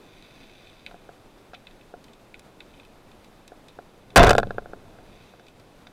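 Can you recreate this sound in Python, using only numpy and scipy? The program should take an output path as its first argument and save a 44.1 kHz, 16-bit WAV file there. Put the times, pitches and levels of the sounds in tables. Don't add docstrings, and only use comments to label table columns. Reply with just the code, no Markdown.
import sys
import numpy as np
from scipy import signal
from scipy.fft import rfft, irfft
from scipy.io import wavfile
from scipy.ndimage import uniform_filter1d

SR = 44100
rng = np.random.default_rng(int(sys.argv[2]) if len(sys.argv) > 2 else 0)


def waveform_to_disk(signal):
    frames = np.transpose(np.atleast_2d(signal))
    scaled = np.clip(frames, -1, 1) * 32767
    samples = np.round(scaled).astype(np.int16)
    wavfile.write(sys.argv[1], SR, samples)


N = 261072
TIME = np.arange(N) / SR
HIT_TIME = TIME[:SR // 6]
SHOT_S, SWING_HZ = 4.16, 13.2
SHOT_AGE = np.maximum(TIME - SHOT_S, 0)


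def amp(db):
    return 10 ** (np.asarray(db) / 20)


def unit(x):
    return x / np.sqrt(np.mean(x ** 2))


def unit_hit(x):
    return x / np.sqrt(np.sum(x ** 2) * 1000 / SR)


def add(out, s, sound):
    i = int(s * SR)
    out[i:i + len(sound)] += sound[:N - i]


def colour(x, points):
    hz, db = np.transpose(points)
    f = np.maximum(np.fft.rfftfreq(len(x), 1 / SR), 1)
    gain = amp(np.interp(np.log(f), np.log(hz), db))
    return unit(irfft(rfft(x) * gain, len(x)))


def resonate(x, hz, width_hz):
    return signal.lfilter(*signal.iirpeak(hz, hz / width_hz, SR), x)


def walk(rate_hz):
    hold = int(SR / rate_hz)
    steps = np.repeat(rng.standard_normal(N // hold + 1), hold)
    return unit(uniform_filter1d(steps, hold))[:N]


def grains(per_s, spread_db=3):
    size = amp(spread_db * np.minimum(rng.exponential(size=N), 4))
    return (rng.random(N) < per_s / SR) * size * rng.choice([-1, 1], N)


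def fade(t60, age=HIT_TIME):
    return amp(-60 * age / t60)


def shot_envelope(attack_s, hold_s, fall_db_per_s):
    return np.minimum(SHOT_AGE / attack_s, 1) * amp(-fall_db_per_s * np.maximum(SHOT_AGE - hold_s, 0))


# f/Hz, relative level/dB
WASH_SPECTRUM = [(15, -8), (25, -1.5), (55, -19), (80, -13), (120, -13), (250, -12), (420, -14), (713, -17),
                 (1150, -22.5), (2000, -29), (3800, -33), (6120, -39), (10000, -40.5), (15800, -38.5)]
def sea(level_db=-52):
    waver_db = .4 * walk(3) + .7 * walk(25)
    return amp(level_db) * colour(rng.standard_normal(N) * amp(waver_db), WASH_SPECTRUM)


# f/Hz, width/Hz, level/dB
HOUSING_RESONANCES = [(1460, 50, -1), (2130, 580, -2.5), (2566, 153, 4.5), (3060, 66, -1), (3526, 165, 2),
                      (3920, 247, -1), (4770, 150, -5.5), (5360, 140, -10.5), (6120, 210, -11.5)]
def bright(x):
    return sum((-1) ** k * amp(db) * resonate(x, hz, width)
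               for k, (hz, width, db) in enumerate(HOUSING_RESONANCES))


def crack(t60, tail_db, tail_t60):
    decay = fade(t60) + amp(tail_db) * fade(tail_t60)
    return unit_hit(bright(rng.standard_normal(len(HIT_TIME)) * decay))


# f/Hz, relative level/dB
TICK_SPECTRUM = [(300, -5), (1500, -0.5), (4000, -1.5), (7500, 7), (10000, 0), (16000, 0.5)]
def tick(t60=.02):
    return unit_hit(colour(rng.standard_normal(len(HIT_TIME)), TICK_SPECTRUM) * fade(t60))


# peak t/s, half width/s, level/dB
CRACKLE_SWELLS = [(.45, 0.44, -58.5), (2.75, 0.093, -73), (5.2, 0.17, -62)]
def far_shrimp(rest_db=-69.5):
    clicks = grains(per_s=2000)
    swells = sum(amp(db) * np.exp(-((TIME - s) / width) ** 2) for s, width, db in CRACKLE_SWELLS)
    return (amp(rest_db) + swells) * (unit(bright(clicks)) + amp(-12.5) * unit(clicks))


def faint_snaps(count=8, level_db=-49, low_hz=2620, high_hz=4060):
    return [(when * TIME[-1], level_db + 3 * near, low_hz * (high_hz / low_hz) ** small)
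            for when, near, small in rng.random((count, 3))]


# t/s, ring level/dB, bubble f/Hz
NEAR_SNAPS = [(.2242, -43, 3530), (.67, -42, 2450), (0.8629, -27, 2350), (1.547, -34.5, 2430),
              (1.6693, -35, 2450), (1.8107, -45.5, 2380), (2.0417, -45, 4530), (2.1336, -46, 4100),
              (2.3423, -33, 2130), (2.394, -45.5, 5900), (2.6044, -33.5, 2430), (2.7383, -46.5, 2500),
              (2.798, -40, 2500), (2.8497, -46, 3700), (3.1143, -47.5, 3500), (3.478, -41.5, 4940),
              (3.683, -41.5, 3800), (4.103, -44, 3100), (5.483, -42.5, 3500)]
def near_shrimp():
    out = np.zeros(N)
    for s, db, hz in NEAR_SNAPS + faint_snaps():
        burst = crack(t60=.01, tail_db=-11, tail_t60=.085)
        ring = unit_hit(colour(burst, [(hz / 2, -7), (hz, 0), (1.72 * hz, -4), (2.6 * hz, -18)]))
        tick_db = -21 + 18.5 * np.log2(hz / 2400)
        add(out, s, amp(db) * (ring + amp(tick_db) * tick()))
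    return out


# f/Hz, relative level/dB, t60/s
HOUSING_MODES = [(328, -22.5, 0.048), (432, 5.5, 0.022), (592.5, 4.5, 0.026), (699.6, 1, 0.04),
                 (814, -0.5, 0.022), (1049, -16.5, 0.064), (1382, -0.5, 0.024), (1490, -4, 0.023),
                 (1664, -4.5, 0.021)]
def thud(tilt_db_per_octave, contact_s=.00029, push=.92, push_s=.00043):
    hz, db, t60 = np.transpose(HOUSING_MODES)
    scatter_db, detune = rng.normal(0, 1.5, len(hz)), rng.normal(1, .01, len(hz))
    gain = amp(db + tilt_db_per_octave * np.log2(hz / hz[0]) + scatter_db)
    sign = (-1) ** (np.arange(len(hz)) // 2)
    ring = sum(g * fade(d) * np.sin(2 * np.pi * f * HIT_TIME)
               for g, f, d in zip(sign * gain, hz * detune, t60))
    push_time = HIT_TIME / push_s - 2
    shove = -push_time * np.exp(-push_time ** 2 / 2)
    return unit_hit(ring * (1 - np.exp(-HIT_TIME / contact_s)) + push * shove)


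def strikes(rows, tick_db, crack_t60, tilt_db):
    out = np.zeros(N)
    for s, db, hardness_db in rows:
        edge = crack(crack_t60, tail_db=-47, tail_t60=.14) + amp(tick_db) * tick()
        body = thud(tilt_db + .37 * hardness_db)
        add(out, s, amp(db) * (body + amp(hardness_db) * edge))
    return out


# t/s, level/dB, hardness/dB
HANDLING_KNOCKS = [(.9115, -38.5, -10), (.9428, -36.5, -28), (1.0905, -33, -26), (1.5335, -34, -11),
                   (1.5415, -38, -1), (1.939, -29.5, -33), (3.519, -33.5, -33), (3.788, -29, -28.5),
                   (4.986, -39.5, -24), (5.337, -42, -23), (5.396, -42, -7), (5.869, -41, 2)]
def handling(ring_db=3):
    knocks = strikes(HANDLING_KNOCKS, tick_db=-28, crack_t60=.025, tilt_db=9)
    return knocks + amp(ring_db) * resonate(knocks, hz=715, width_hz=70)


SWING_KNOCKS_DB = [-14.5, -18.5, -15, -30.5, -25]
def wobble(start_s=4.4305, backswing_s=.0395):
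    age = np.arange(len(SWING_KNOCKS_DB)) / SWING_HZ
    hardness_db = -19.5 - 45 * age
    knocks = zip(start_s + age, SWING_KNOCKS_DB, hardness_db)
    bumps = zip(start_s + age + backswing_s, -26.5 - 61 * age, hardness_db)
    forth = strikes(knocks, tick_db=-19, crack_t60=.013, tilt_db=12)
    back = strikes(bumps, tick_db=-23, crack_t60=.011, tilt_db=-1.5)
    return forth + back


def recoil(swing_db=-15, kick_db=-10, kick_s=4.227, kick_width_s=.008):
    swing = np.sin(2 * np.pi * SWING_HZ * SHOT_AGE) * fade(t60=1, age=SHOT_AGE)
    kick = np.exp(-((TIME - kick_s) / kick_width_s) ** 2)
    return -amp(swing_db) * swing - amp(kick_db) * kick


# f/Hz, level/dB, t60/s
BAND_MODES = [(110, -20, .9), (150, -25, .45), (203, -26, .7)]
def twang(attack_s=.0023):
    out = np.zeros(N)
    for hz, db, t60 in BAND_MODES:
        phase = 2 * np.pi * np.cumsum(hz * (1 + .07 * walk(35))) / SR
        out += amp(db + 3 * walk(30)) * fade(t60, SHOT_AGE) * np.sin(phase)
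    return out * (1 - np.exp(-SHOT_AGE / attack_s))


# f/Hz, relative level/dB
EDDY_SPECTRUM = [(15, -11), (45, 3), (75, -8.5), (115, 1.5), (160, -8), (200, -2), (250, -9.5), (400, -13),
                 (900, -58)]
GURGLE_SPECTRUM = [(130, -63.5), (260, -6.5), (420, 10), (520, 3), (720, 11.5), (900, -26), (1500, -1),
                   (3000, -63)]
def wake():
    age = TIME - SHOT_S
    stir = amp(-46.5 + np.minimum(202 * age, -14 * age))
    eddy = amp(-8.5) * shot_envelope(attack_s=.0039, hold_s=.032, fall_db_per_s=123.5)
    gurgle = amp(-11.5) * shot_envelope(attack_s=.0042, hold_s=.072, fall_db_per_s=190)
    return ((eddy + stir) * colour(rng.standard_normal(N), EDDY_SPECTRUM)
            + (gurgle + amp(-3.5) * stir) * colour(rng.standard_normal(N), GURGLE_SPECTRUM))


# f/Hz, relative level/dB
SHAFT_MODES = [(695, -0.5), (1041, -10), (1585, -23), (2085, -14), (2610, -15), (2825, -18.5), (3558, -11),
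               (4630, -36), (5700, -33), (6430, -35)]
SCRAPE_SPECTRUM = [(150, 7.5), (450, -21), (720, -12), (950, 5), (1550, -1.5), (1900, -3.5), (3500, -15),
                   (4500, -18.5), (8000, -32.5), (16000, -68)]
def shaft(track_s=.048, line_out_s=.157):
    sag = shot_envelope(attack_s=.0013, hold_s=0, fall_db_per_s=87)
    scrape = amp(-12.5) * sag * shot_envelope(attack_s=.001, hold_s=line_out_s, fall_db_per_s=900)
    speed = np.minimum(SHOT_AGE / track_s, 1)
    flown_s = np.maximum(SHOT_AGE - track_s, 0)
    ring = speed ** 1.44 * (amp(-8.5 - 1598.5 * flown_s) + amp(-38 - 166 * flown_s))
    chatter = grains(per_s=3000)
    tones = np.zeros(N)
    for hz, db in SHAFT_MODES:
        phase = 2 * np.pi * np.cumsum(hz * (1 + .004 * walk(70))) / SR
        tones += amp(db + 2.5 * walk(45)) * np.sin(phase)
    return scrape * colour(chatter, SCRAPE_SPECTRUM) + ring * unit(tones)


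def overload(x, ceiling, hardness=6):
    return x / (1 + np.abs(x / ceiling) ** hardness) ** (1 / hardness)


# t/s, level/dB, hardness/dB
SHOT_BLOWS = [(4.1598, 18.5, -10), (4.1645, 0, -2), (4.1702, 14.5, -9.5), (4.178, 12, -12),
              (4.194, -7, -2.5), (4.2305, -4.5, -5.5), (4.2355, 8.5, -23), (4.2455, -9, -7),
              (4.2672, -6, -11), (4.2712, -4.5, -12.5), (4.2805, -2.5, -22), (4.2925, -6.5, -12),
              (4.2942, -8.5, -1), (4.3065, 9, -18.5), (4.3115, -13, -2), (4.331, -10, -14.5),
              (4.351, -5.5, -22), (4.364, -43, 7), (4.3812, 4, -23.5), (4.3875, -11.5, -14),
              (4.3988, -15.5, -18.5)]
def shot():
    blows = strikes(SHOT_BLOWS, tick_db=-7.5, crack_t60=.0054, tilt_db=9)
    return overload(blows + wake() + twang() + recoil(), ceiling=.41)


def scene():
    gun = shot() + handling() + shaft() + wobble()
    return (gun + far_shrimp() + near_shrimp() + sea())[None]


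def record(dry, dull_hz=11500, drift_hz=6, top_hz=16000):
    dull = signal.sosfilt(signal.butter(2, dull_hz, fs=SR, output="sos"), dry)
    centred = signal.sosfilt(signal.butter(1, drift_hz, "high", fs=SR, output="sos"), dull)
    rounded = overload(centred, ceiling=.9)
    return signal.fftconvolve(rounded, signal.firwin(101, top_hz, fs=SR)[None], "same")


dry = scene()
out = record(dry)
waveform_to_disk(out)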